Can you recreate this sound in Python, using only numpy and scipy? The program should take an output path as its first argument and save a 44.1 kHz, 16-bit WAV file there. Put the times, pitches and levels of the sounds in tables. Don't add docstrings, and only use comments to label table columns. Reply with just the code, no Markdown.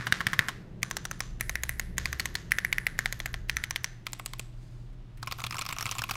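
import sys
import numpy as np
from scipy import signal
from scipy.fft import rfft, irfft
from scipy.io import wavfile
from scipy.ndimage import uniform_filter1d

SR = 44100
rng = np.random.default_rng(int(sys.argv[2]) if len(sys.argv) > 2 else 0)


def generate_wav(sig):
    pcm = np.round(np.clip(np.atleast_2d(sig).T, -1, 1) * 32767).astype(np.int16)
    wavfile.write(sys.argv[1], SR, pcm)


N = 271656


def gain_of(db):
    return 10 ** (np.asarray(db) / 20)


def evened(x):
    return x / np.sqrt(np.mean(x ** 2) + 1e-20)


def topped(x):
    return x / (abs(x).max() + 1e-20)


def read_spectrum(points, hz):
    f, value = np.transpose(points)
    return np.interp(np.log(hz + 1), np.log(f + 1), value)


def coloured_noise(points):
    hz = np.fft.rfftfreq(N, 1 / SR)
    spectrum = rfft(rng.standard_normal(N)) * gain_of(read_spectrum(points, hz))
    return evened(irfft(spectrum, N))


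def resonate(x, hz, width_hz):
    r = np.exp(-np.pi * width_hz / SR)
    return signal.lfilter([1, 0, -1], [1, -2 * r * np.cos(2 * np.pi * hz / SR), r * r], x)


def ring(modes, t):
    return sum(gain_of(db - 60 * t / t60) * np.sin(2 * np.pi * hz * t) for hz, db, t60 in modes)


def blurred_click(peaks, size=1024):
    hz = np.fft.rfftfreq(size, 1 / SR)
    power = sum(gain_of(2 * db) / (1 + (2 * (hz - f) / w) ** 2) ** 2 for f, w, db in peaks)
    click = np.roll(irfft(np.sqrt(power)), 100)[:400]
    return click * signal.windows.tukey(400, .3)


def landings():
    key = [sum(k[0] <= row[0] for k in KEY_RESONANCES) - 1 for row in STROKES]
    return [(k, key[:n].count(k)) for n, k in enumerate(key)]


# start_s [s], hollow_hz [Hz], ring_hz [Hz], sizzle_hz [Hz], spot_hz favoured by the case here [Hz]
KEY_RESONANCES = [(-1, 1750, 6200, 12000, 1100), (.7, 1700, 6300, 9500, 950), (1.3, 1900, 6000, 10700, 800),
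                  (1.9, 1800, 6500, 11700, 1000), (2.45, 1850, 6000, 10500, 750),
                  (2.95, 1750, 6500, 11800, 720), (3.4, 1800, 6200, 10500, 1250),
                  (4.01, 2300, 5500, 7900, 900), (4.8, 2450, 5500, 12000, 1040)]
# hollow_db [dB], ring_db [dB], sizzle_db [dB], clatter_db [dB]
KEY_SPREAD = [(-0.5, -0.5, -11.5, 9.5), (0.5, 8, -3, 5), (2, -9, -12.5, 3), (2, 14.5, -3.5, 7),
              (0.5, -6, -8.5, 4), (1, 14.5, -3, 5.5), (1, -8.5, -7, 3), (-2.5, -22, -4, 4),
              (2, -12, -15, 6.5)]
HOLLOW_WIDTH_HZ = [930, 700, 560, 600, 560, 595, 700, 900, 700]
# knock_db of the case for a blow of middle strength, before trims [dB],
# stem_hz before scatter [Hz], desk_db relative to the stroke, before scatter [dB], rattle_ms before scatter [ms]
LANDING_DOWN = [(-30, 2960, -19.5, 2.2), (-28, 5860, -22, 2.2), (-35.5, 5800, -28, 0.84),
                (-31.5, 6400, -27, 2.4), (-45, 5500, -55, 0.73), (-30.5, 6600, -30, 2.3),
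                (-38, 2900, -30, 0.45), (-26.5, 3100, -34, 2), (-26, 3340, -13.5, 4.1)]
# knock_db [dB], stem_hz [Hz], desk_db [dB], rattle_ms [ms], as above
LANDING_UP = [(-23.5, 3000, -15.5, 5.4), (-24, 5830, -21, 1.9), (-28.5, 6440, -28, 2),
              (-31.5, 4230, -20, 3.3), (-37, 2000, -53, 1.7), (-27, 3340, -28, 2), (-31, 5700, -26.5, 1.3),
              (-29, 7200, -8, 1.8), (-24, 6090, -14, 4)]
# pitch_hz [Hz], relative level_db [dB], t60_s [s]
CASE_MODES = [(711, -20, 0.032), (800, 0, 0.022), (1099, 2, 0.035), (1200, 2, 0.03), (1295, 15, 0.012)]
# pitch_hz [Hz], relative level_db [dB], t60_s [s]
DESK_MODES = [(88, -9, 0.033), (124, -3.5, 0.05), (191, -5, 0.019), (365, -45.5, 0.024)]
# pitch_hz [Hz], width_hz [Hz]
STEEL_PARTS = [(6100, 290), (7100, 450), (9840, 300), (12000, 400)]
# one column per steel part, added to the stroke's stem_db [dB]
STEEL_DB = [(14, 10, 0, 4), (33, 28, 2, 2), (12, 8, 4, 2), (20, 20, 6, 16), (10, 12, 4, 2), (14, 14, 2, 4),
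            (32, 20, 12, 9), (8, 12, -2, 0), (12, 12, 2, 8)]
MIDDLE_DB, KNOCK_FOLLOWS = -20, 0.37
FIRST_THUMP_DB = 6
SCATTER_DB, SCATTER_SHARE = 1, 0.14
NOTE_SCATTER, LETTER_SCATTER = .03, .2


def stroke(row, key, before, noise, lead_s=.01):
    s, peak_db, cap_hz, stem_db, tick_db = row
    knock_db, stem_hz, desk_db, rattle_ms = (LANDING_UP if before % 2 else LANDING_DOWN)[key]
    _, hollow_hz, ring_hz, sizzle_hz, spot_hz = KEY_RESONANCES[key]
    hollow_db, ring_db, sizzle_db, clatter_db = KEY_SPREAD[key]

    knock_chance, thump_chance, note_chance, rattle_chance = noise[1, -4:]
    case_db = knock_db + KNOCK_FOLLOWS * (peak_db - MIDDLE_DB) + SCATTER_DB * knock_chance - peak_db
    desk_db = desk_db + SCATTER_DB * thump_chance + FIRST_THUMP_DB * (before == 0)
    is_letter = key == len(KEY_RESONANCES) - 1
    stem_hz = stem_hz * np.exp((LETTER_SCATTER if is_letter else NOTE_SCATTER) * note_chance)
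    rattle_ms = rattle_ms * np.exp(SCATTER_SHARE * rattle_chance)

    lead = round(lead_s * SR)
    clock = np.arange(len(noise[0])) / SR
    t = np.maximum(clock - lead_s, 0)
    sliding = clock / lead_s * (t == 0)
    rattle_s = max(rattle_ms, .2) / 1000
    settling = np.exp(-t / rattle_s) + 0.15 * np.exp(-t / 0.004)
    contact = (1 - np.exp(-t / 0.00041)) * settling * noise[0] ** 3 * 1.9
    contact += gain_of(-33) * sliding * noise[1]
    contact[lead + 8] += 2.5

    swing = (1 - np.exp(-t / 0.00066)) * np.exp(-(t / 0.0017) ** 2) * np.sin(2 * np.pi * cap_hz * t)
    cap = topped(swing) + 0.4 * topped(resonate(contact, cap_hz * 1.19, 310))
    knocked = signal.fftconvolve(contact, ring(CASE_MODES, t[t > 0]))[:len(t)]
    case = topped(resonate(knocked, spot_hz, 446.4))
    stem = 1.63 * topped(resonate(contact, stem_hz, 420)) + 2.77 * topped(resonate(contact, 2800, 3500))
    tick = topped(resonate(contact, sizzle_hz, 1300)) + 1.7 * topped(resonate(contact, 11000, 4900))
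    desk = topped((1 - np.exp(-t / 0.0016)) ** 2 * ring(DESK_MODES, t))

    near = gain_of(-1.5) * cap + gain_of(case_db - 2.5) * case + gain_of(desk_db) * desk
    first = 0.31 + 0.49 * np.exp(-t / 0.00091)
    near += first * gain_of(stem_db + 5.5) * stem
    near += first ** 2 * gain_of(tick_db - 3.0) * tick

    peaks = [(hollow_hz, HOLLOW_WIDTH_HZ[key], hollow_db + 26.5),
             (ring_hz, 1100, stem_db + ring_db + 12.5),
             (3500, 6000, stem_db + clatter_db + 21),
             (sizzle_hz, 1100, tick_db + sizzle_db + 24.5),
             (9000, 9000, tick_db + clatter_db + 3.5)]
    peaks += [(f, w, db + stem_db) for (f, w), db in zip(STEEL_PARTS, STEEL_DB[key])]
    far = gain_of(case_db - 8) * case
    far[lead:][:400] += blurred_click(peaks)
    return round((s - lead_s + 0.00031) * SR), gain_of(peak_db) * np.array([near, far])


# start_s [s], level_db before trims [dB],
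# pitch_hz of the cap [Hz], stem_db and tick_db of stem ring and housing tick, relative, before trims [dB]
STROKES = [(-.008, -7, 2100, -18, -20.5), (0.0681, -18, 1680, -13, -27), (0.123, -6.5, 1680, -13, -21),
           (0.205, -16.5, 1720, -17.5, -30), (0.2678, -8, 1860, -17, -14), (0.3316, -17, 1720, -15.5, -29),
           (0.391, -4.5, 1860, -22.5, -15), (0.4842, -19, 1640, -11, -22), (0.83, -16.5, 2100, -9.5, -7),
           (0.9108, -24.5, 1700, -4.5, -18), (0.9677, -21, 1620, -6, -31), (1.0521, -27.5, 1670, -3.5, -26),
           (1.1119, -23, 1620, -6.5, -6), (1.204, -21, 1910, -2.5, -20), (1.4087, -14.5, 1980, -17, 6),
           (1.494, -20, 1970, -9.5, 7), (1.5549, -15, 1970, -17, -8), (1.6347, -21.5, 1960, -4.5, 8),
           (1.6926, -15.5, 1950, -18.5, 5.5), (1.7958, -17.5, 1920, -10, 3), (1.9809, -15, 1864, -7.5, -11),
           (2.0558, -16.5, 2020, -9.5, -11), (2.1279, -19.5, 1847, -11.5, -9), (2.1968, -17, 1900, -9, -6),
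           (2.256, -19, 1997, -9.5, -13), (2.3527, -19, 1885, -6, -17), (2.5187, -7.5, 1950, -21, -3.5),
           (2.5849, -12, 1850, -15.5, -12), (2.648, -11.5, 1926, -24, -3.5),
           (2.7267, -12.5, 2140, -13.5, -7), (2.7826, -12, 1950, -22.5, -5), (2.8669, -11.5, 2020, -16, -7),
           (2.9898, -12, 1793, -14, -12), (3.0579, -14, 1900, -12.5, -25), (3.1251, -26, 1900, -4, 0),
           (3.2006, -23, 1980, -7.5, -13), (3.2581, -16.5, 1877, -15.5, -11),
           (3.3411, -22.5, 1950, -11.5, -28), (3.4961, -16, 1952, -8.5, -13),
           (3.5679, -13.5, 1940, -12, -8), (3.6382, -21, 1900, -9.5, -23), (3.708, -22, 1860, -5.5, -27),
           (3.7598, -20, 1947, -8.5, -22), (3.8431, -18, 2005, -6.5, -36), (4.0668, -24.5, 2040, -5.5, -6),
           (4.1315, -32.5, 2140, 3.5, 8), (4.1959, -28.5, 2140, -14, 3), (4.2599, -31, 2600, 2, 8),
           (4.334, -30.5, 2080, -3.5, -5), (4.3949, -31, 2550, 0, 7), (5.2279, -30.5, 1440, -4.5, -19),
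           (5.272, -25.5, 2420, -8, -5), (5.312, -34.5, 2640, -1, -8), (5.3218, -30.5, 2160, -0.5, 8),
           (5.385, -38.5, 2300, -9, -15), (5.3947, -44, 1440, 0, -16), (5.4021, -34.5, 2130, -3.5, -12),
           (5.416, -40, 2250, 0, -20), (5.439, -22, 2360, -10.5, -23), (5.4447, -46, 2080, 2, -7),
           (5.4651, -28, 2490, -5, -1), (5.508, -29, 2140, -2.5, -11), (5.5243, -32.5, 2230, -7, -14),
           (5.5432, -30, 2196, -9.5, -7), (5.5538, -28, 1360, -16, -19), (5.5672, -36.5, 1400, 2, -2),
           (5.5828, -28, 2220, -7, -6), (5.5908, -35, 2280, 4, -14), (5.6111, -27, 2450, -3, -14),
           (5.6182, -25.5, 2390, -7.5, -10), (5.6529, -37, 2260, -2, -5), (5.663, -33.5, 2320, 1, 2),
           (5.689, -26, 2410, -6.5, 1), (5.7014, -36, 2310, -9, -10.5), (5.7084, -32, 2110, -8, -6),
           (5.7249, -23.5, 2295, -7, -2), (5.7643, -32.5, 2700, -13, -17), (5.7843, -25, 2300, -1, -1),
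           (5.796, -36, 2520, -8, -10), (5.8082, -29.5, 1750, -3, -16), (5.8252, -26.5, 2360, -3, 11),
           (5.8556, -23, 2280, -6, -15), (5.8645, -24.5, 2310, -7, -12), (5.8738, -40, 1410, -1, -16),
           (5.8909, -30, 2670, -5, -13), (5.9119, -37, 2670, 12, -6), (5.9216, -32.5, 2140, -1, 3),
           (5.9509, -36, 2280, -0.5, -9), (5.9644, -40, 2380, -8, -9), (5.983, -33, 2450, 2, 3),
           (5.9908, -22.5, 2230, -9.5, -8), (6.0182, -24.5, 1430, -6.5, -9), (6.0378, -25, 2570, -8, 5),
           (6.0899, -29.5, 2240, -9, -15), (6.095, -30.5, 1430, -4, -21), (6.109, -22.5, 2570, -7.5, 4),
           (6.1366, -38, 1450, -3, -13), (6.1538, -29.5, 2320, -11, -17)]
# level_db of that repeat, one per key [dB]
BAR_BOUNCE_DB = [-11, -26, -25, -19, -17, -18, -24, -23, -25]
BAR_BOUNCE_S = .0055


def keys():
    out = np.zeros((2, N + 2 * SR))
    noise = rng.standard_normal((len(STROKES), 2, 6000))
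    for row, (key, before), chance in zip(STROKES, landings(), noise):
        at, sound = stroke(row, key, before, chance)
        out[:, SR + at:SR + at + len(sound[0])] += sound
        if before % 2:
            at += round(BAR_BOUNCE_S * SR)
            bounce = stroke(row, key, before, chance[::-1])[1]
            out[:, SR + at:SR + at + len(sound[0])] += gain_of(BAR_BOUNCE_DB[key]) * bounce
    return out[:, :SR + N]


# delay_ms [ms], level_db before the low-pass filters [dB]
ECHOES = [(4.5, -17.5), (15.8, -18), (23, -26), (30.5, -22.5), (35, -30)]
# pitch_hz [Hz], t60_s [s]
REVERB_TIMES = [(300, 0.31), (1000, 0.64), (2000, 0.55), (5000, 0.48), (10000, 0.43), (15000, 0.7)]
BUILD_S = 0.0085


def room(x):
    x = signal.sosfilt(signal.butter(3, 13500, fs=SR, output="sos"), x)
    early = np.zeros(2000)
    for ms, db in ECHOES:
        early[round(ms * SR / 1000)] += gain_of(db)
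    echoes = signal.fftconvolve(x, early)[:len(x)]
    out = signal.sosfilt(signal.butter(1, 4000, fs=SR, output="sos"), echoes)
    turn = np.arange(len(x)) / SR * 2 * np.pi * 2.5
    for k in range(3):
        taps = np.zeros(SR // 2)
        at = np.arange(200, len(taps) - 20, 14)
        taps[at + rng.integers(0, 14, len(at))] = rng.standard_normal(len(at))
        taps *= 1 - np.exp(-np.arange(len(taps)) / SR / BUILD_S)
        hz, t, z = signal.stft(taps, SR, nperseg=256)
        decay = gain_of(-60 * t / read_spectrum(REVERB_TIMES, hz)[:, None])
        tail = signal.istft(z * decay, SR, nperseg=256)[1]
        share = np.sqrt(2 / 3) * np.cos(turn + k * 2 * np.pi / 3)
        out += gain_of(-14) * signal.fftconvolve(x * share, tail / np.linalg.norm(tail))[:len(x)]
    return out


# start_s [s], deep_hz [Hz], deep_db [dB], upper_hz [Hz], upper_db [dB],
# third_db of the third multiple of the deep tone [dB]
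ENGINE_TONES = [(0.0, 31.92, -65, 65.0, -67, -73), (0.33, 37.3, -59, 72.1, -59, -59),
                (0.93, 34.8, -57.5, 76.9, -56, -67), (1.18, 32.87, -52, 54.1, -58, -66),
                (1.3, 32.63, -42, 58.34, -48.5, -47), (2.06, 33.22, -44, 68.7, -43.5, -58),
                (2.61, 33.5, -52.5, 69.8, -49, -57.5), (2.83, 31.66, -44, 54.3, -56, -62),
                (2.97, 31.92, -49, 70.1, -51, -60), (3.28, 30.97, -39, 60.05, -51, -54),
                (3.53, 30.05, -45, 60.4, -42, -53), (3.81, 30.3, -66, 77.5, -56, -59),
                (3.96, 29.63, -53, 59.3, -69, -62.5), (5.03, 33.6, -47, 53, -59, -68),
                (5.21, 33.0, -49.5, 69.2, -53, -54.5), (5.75, 32.8, -62, 68.8, -57, -54),
                (5.95, 35.65, -51, 57.3, -53, -49.5), (6.16, 36.3, -52, 62.6, -59, -49)]
ENGINE_FUZZ = 0.59


def engines():
    s, *columns = np.transpose(ENGINE_TONES)
    t = np.arange(N) / SR
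    deep_hz, deep_db, upper_hz, upper_db, third_db = (np.interp(t, s, c) for c in columns)
    out = np.zeros(N)
    for hz, db in ((deep_hz, deep_db), (upper_hz, upper_db), (deep_hz * 3, third_db)):
        slow = uniform_filter1d(uniform_filter1d(rng.standard_normal((2, N)), 3000), 3000)
        in_phase, quadrature = ENGINE_FUZZ * evened(slow[0]), ENGINE_FUZZ * evened(slow[1])
        turn = 2 * np.pi * np.cumsum(hz) / SR
        out += gain_of(db) * evened((1 + in_phase) * np.cos(turn) + quadrature * np.sin(turn))
    return out


# start_s [s], level_db [dB]
DRONE_LEVEL = [(0.0, -48.5), (0.39, -46), (1.66, -53.5), (2.01, -47), (4.56, -60), (6.16, -57)]


def drone():
    noise = rng.standard_normal(N)
    s, db = np.transpose(DRONE_LEVEL)
    bands = np.zeros(N)
    for hz, width_hz, band_db in ((160.2, 88, 9), (217, 250, -0.5), (324, 130, -8.0)):
        bands += gain_of(band_db) * evened(resonate(resonate(noise, hz, width_hz), hz, width_hz))
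    return gain_of(np.interp(np.arange(N) / SR, s, db)) * evened(bands)


# pitch_hz [Hz], relative level_db [dB per Hz]
AIR_SPECTRUM = [(12, -28), (20, 6), (49, -1.5), (77, -17), (134, -3.5), (154, -12.5), (172, -20),
                (347, -17), (527, -47), (590, -22.5), (678, -28.5), (3530, -38), (16000, -63)]
AIR_DB = -50


def air():
    return gain_of(AIR_DB) * coloured_noise(AIR_SPECTRUM)


HUM_HZ, HUM_WIDTH_HZ, HUM_DB = 119.35, 5.3, -49.5


def hum():
    t = np.arange(N) / SR
    waver = evened(resonate(rng.standard_normal(N), HUM_HZ, HUM_WIDTH_HZ))
    return gain_of(HUM_DB) * evened(np.sin(2 * np.pi * HUM_HZ * t) + 0.4 * waver)


LEAF_DOWN_S, LEAF_UP_S, LEAF_JITTER_S = 0.004, 0.0087, 0.00091
LEAF_DOWN_DB, LEAF_UP_DB, LEAF_SCATTER_DB = -44, -42, 1.5


def leaf():
    out, t = np.zeros(N + 300), np.arange(300) / SR
    chances = rng.standard_normal((len(STROKES), 302))
    for row, (key, before), chance in zip(STROKES[1:], landings()[1:], chances):
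        lead_s, db = (LEAF_UP_S, LEAF_UP_DB) if before % 2 else (LEAF_DOWN_S, LEAF_DOWN_DB)
        burst = chance[2:] * np.exp(-t / 0.0018)
        bright = topped(resonate(burst, 12500, 4000)) + 0.4 * topped(resonate(burst, 4000, 4000))
        at = round((row[0] - lead_s + LEAF_JITTER_S * chance[0]) * SR)
        out[at:][:300] += gain_of(db + LEAF_SCATTER_DB * chance[1]) * bright
    return out[:N]


# start_s [s], level_db [dB]
SETTLING_TOUCHES = [(4.929, -60), (5.173, -48), (5.197, -57.5)]
SLAP_S, SLAP_DB, SLAP_FADE_S, SLAP_HZ = .0105, -26.5, 0.01, 2100


def fingertips():
    out, t = np.zeros(N), np.arange(1500) / SR
    touches = [(row[0] - SLAP_S, row[1] + SLAP_DB)
               for row, (key, before) in zip(STROKES, landings()) if key and not before]
    touches += SETTLING_TOUCHES
    for (s, db), noise in zip(touches, rng.standard_normal((len(touches), 1500))):
        burst = noise * np.exp(-t / SLAP_FADE_S)
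        puff = topped(resonate(burst, SLAP_HZ, 900)) + 0.39 * topped(resonate(burst, 6000, 9000))
        out[round(s * SR):][:1500] += gain_of(db) * puff
    return out


# start_s [s], level_db before the patchiness [dB]
BRUSH_LEVEL = [(4.52, -79), (4.62, -68.5), (4.8, -71.5), (4.95, -83)]
# pitch_hz [Hz], relative level_db [dB per Hz]
BRUSH_SPECTRUM = [(530, -36), (900, -6.5), (1150, -9), (3230, -9), (4860, -3), (5410, -10), (6640, -6.5),
                  (16000, -24)]
BRUSH_PATCHY_DB = 1


def forearms():
    s, db = np.transpose(BRUSH_LEVEL)
    swell_db = np.interp(np.arange(N) / SR, s, db, -120, -120)
    patches = evened(uniform_filter1d(rng.standard_normal(N), 900))
    return gain_of(swell_db + BRUSH_PATCHY_DB * patches) * coloured_noise(BRUSH_SPECTRUM)


def scene():
    near, far = keys()
    played = (near + room(far))[SR:]
    background = engines() + drone() + air() + hum()
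    return (played + background + leaf() + fingertips() + forearms())[None]


EDGE_HZ = 16900


def record(dry):
    soft = signal.sosfilt(signal.butter(12, 15800, fs=SR, output="sos"), dry)
    band_limit = signal.firwin(511, EDGE_HZ, window=("kaiser", 9), fs=SR)
    return signal.oaconvolve(soft, band_limit[None], "same")


dry = scene()
out = record(dry)
generate_wav(out)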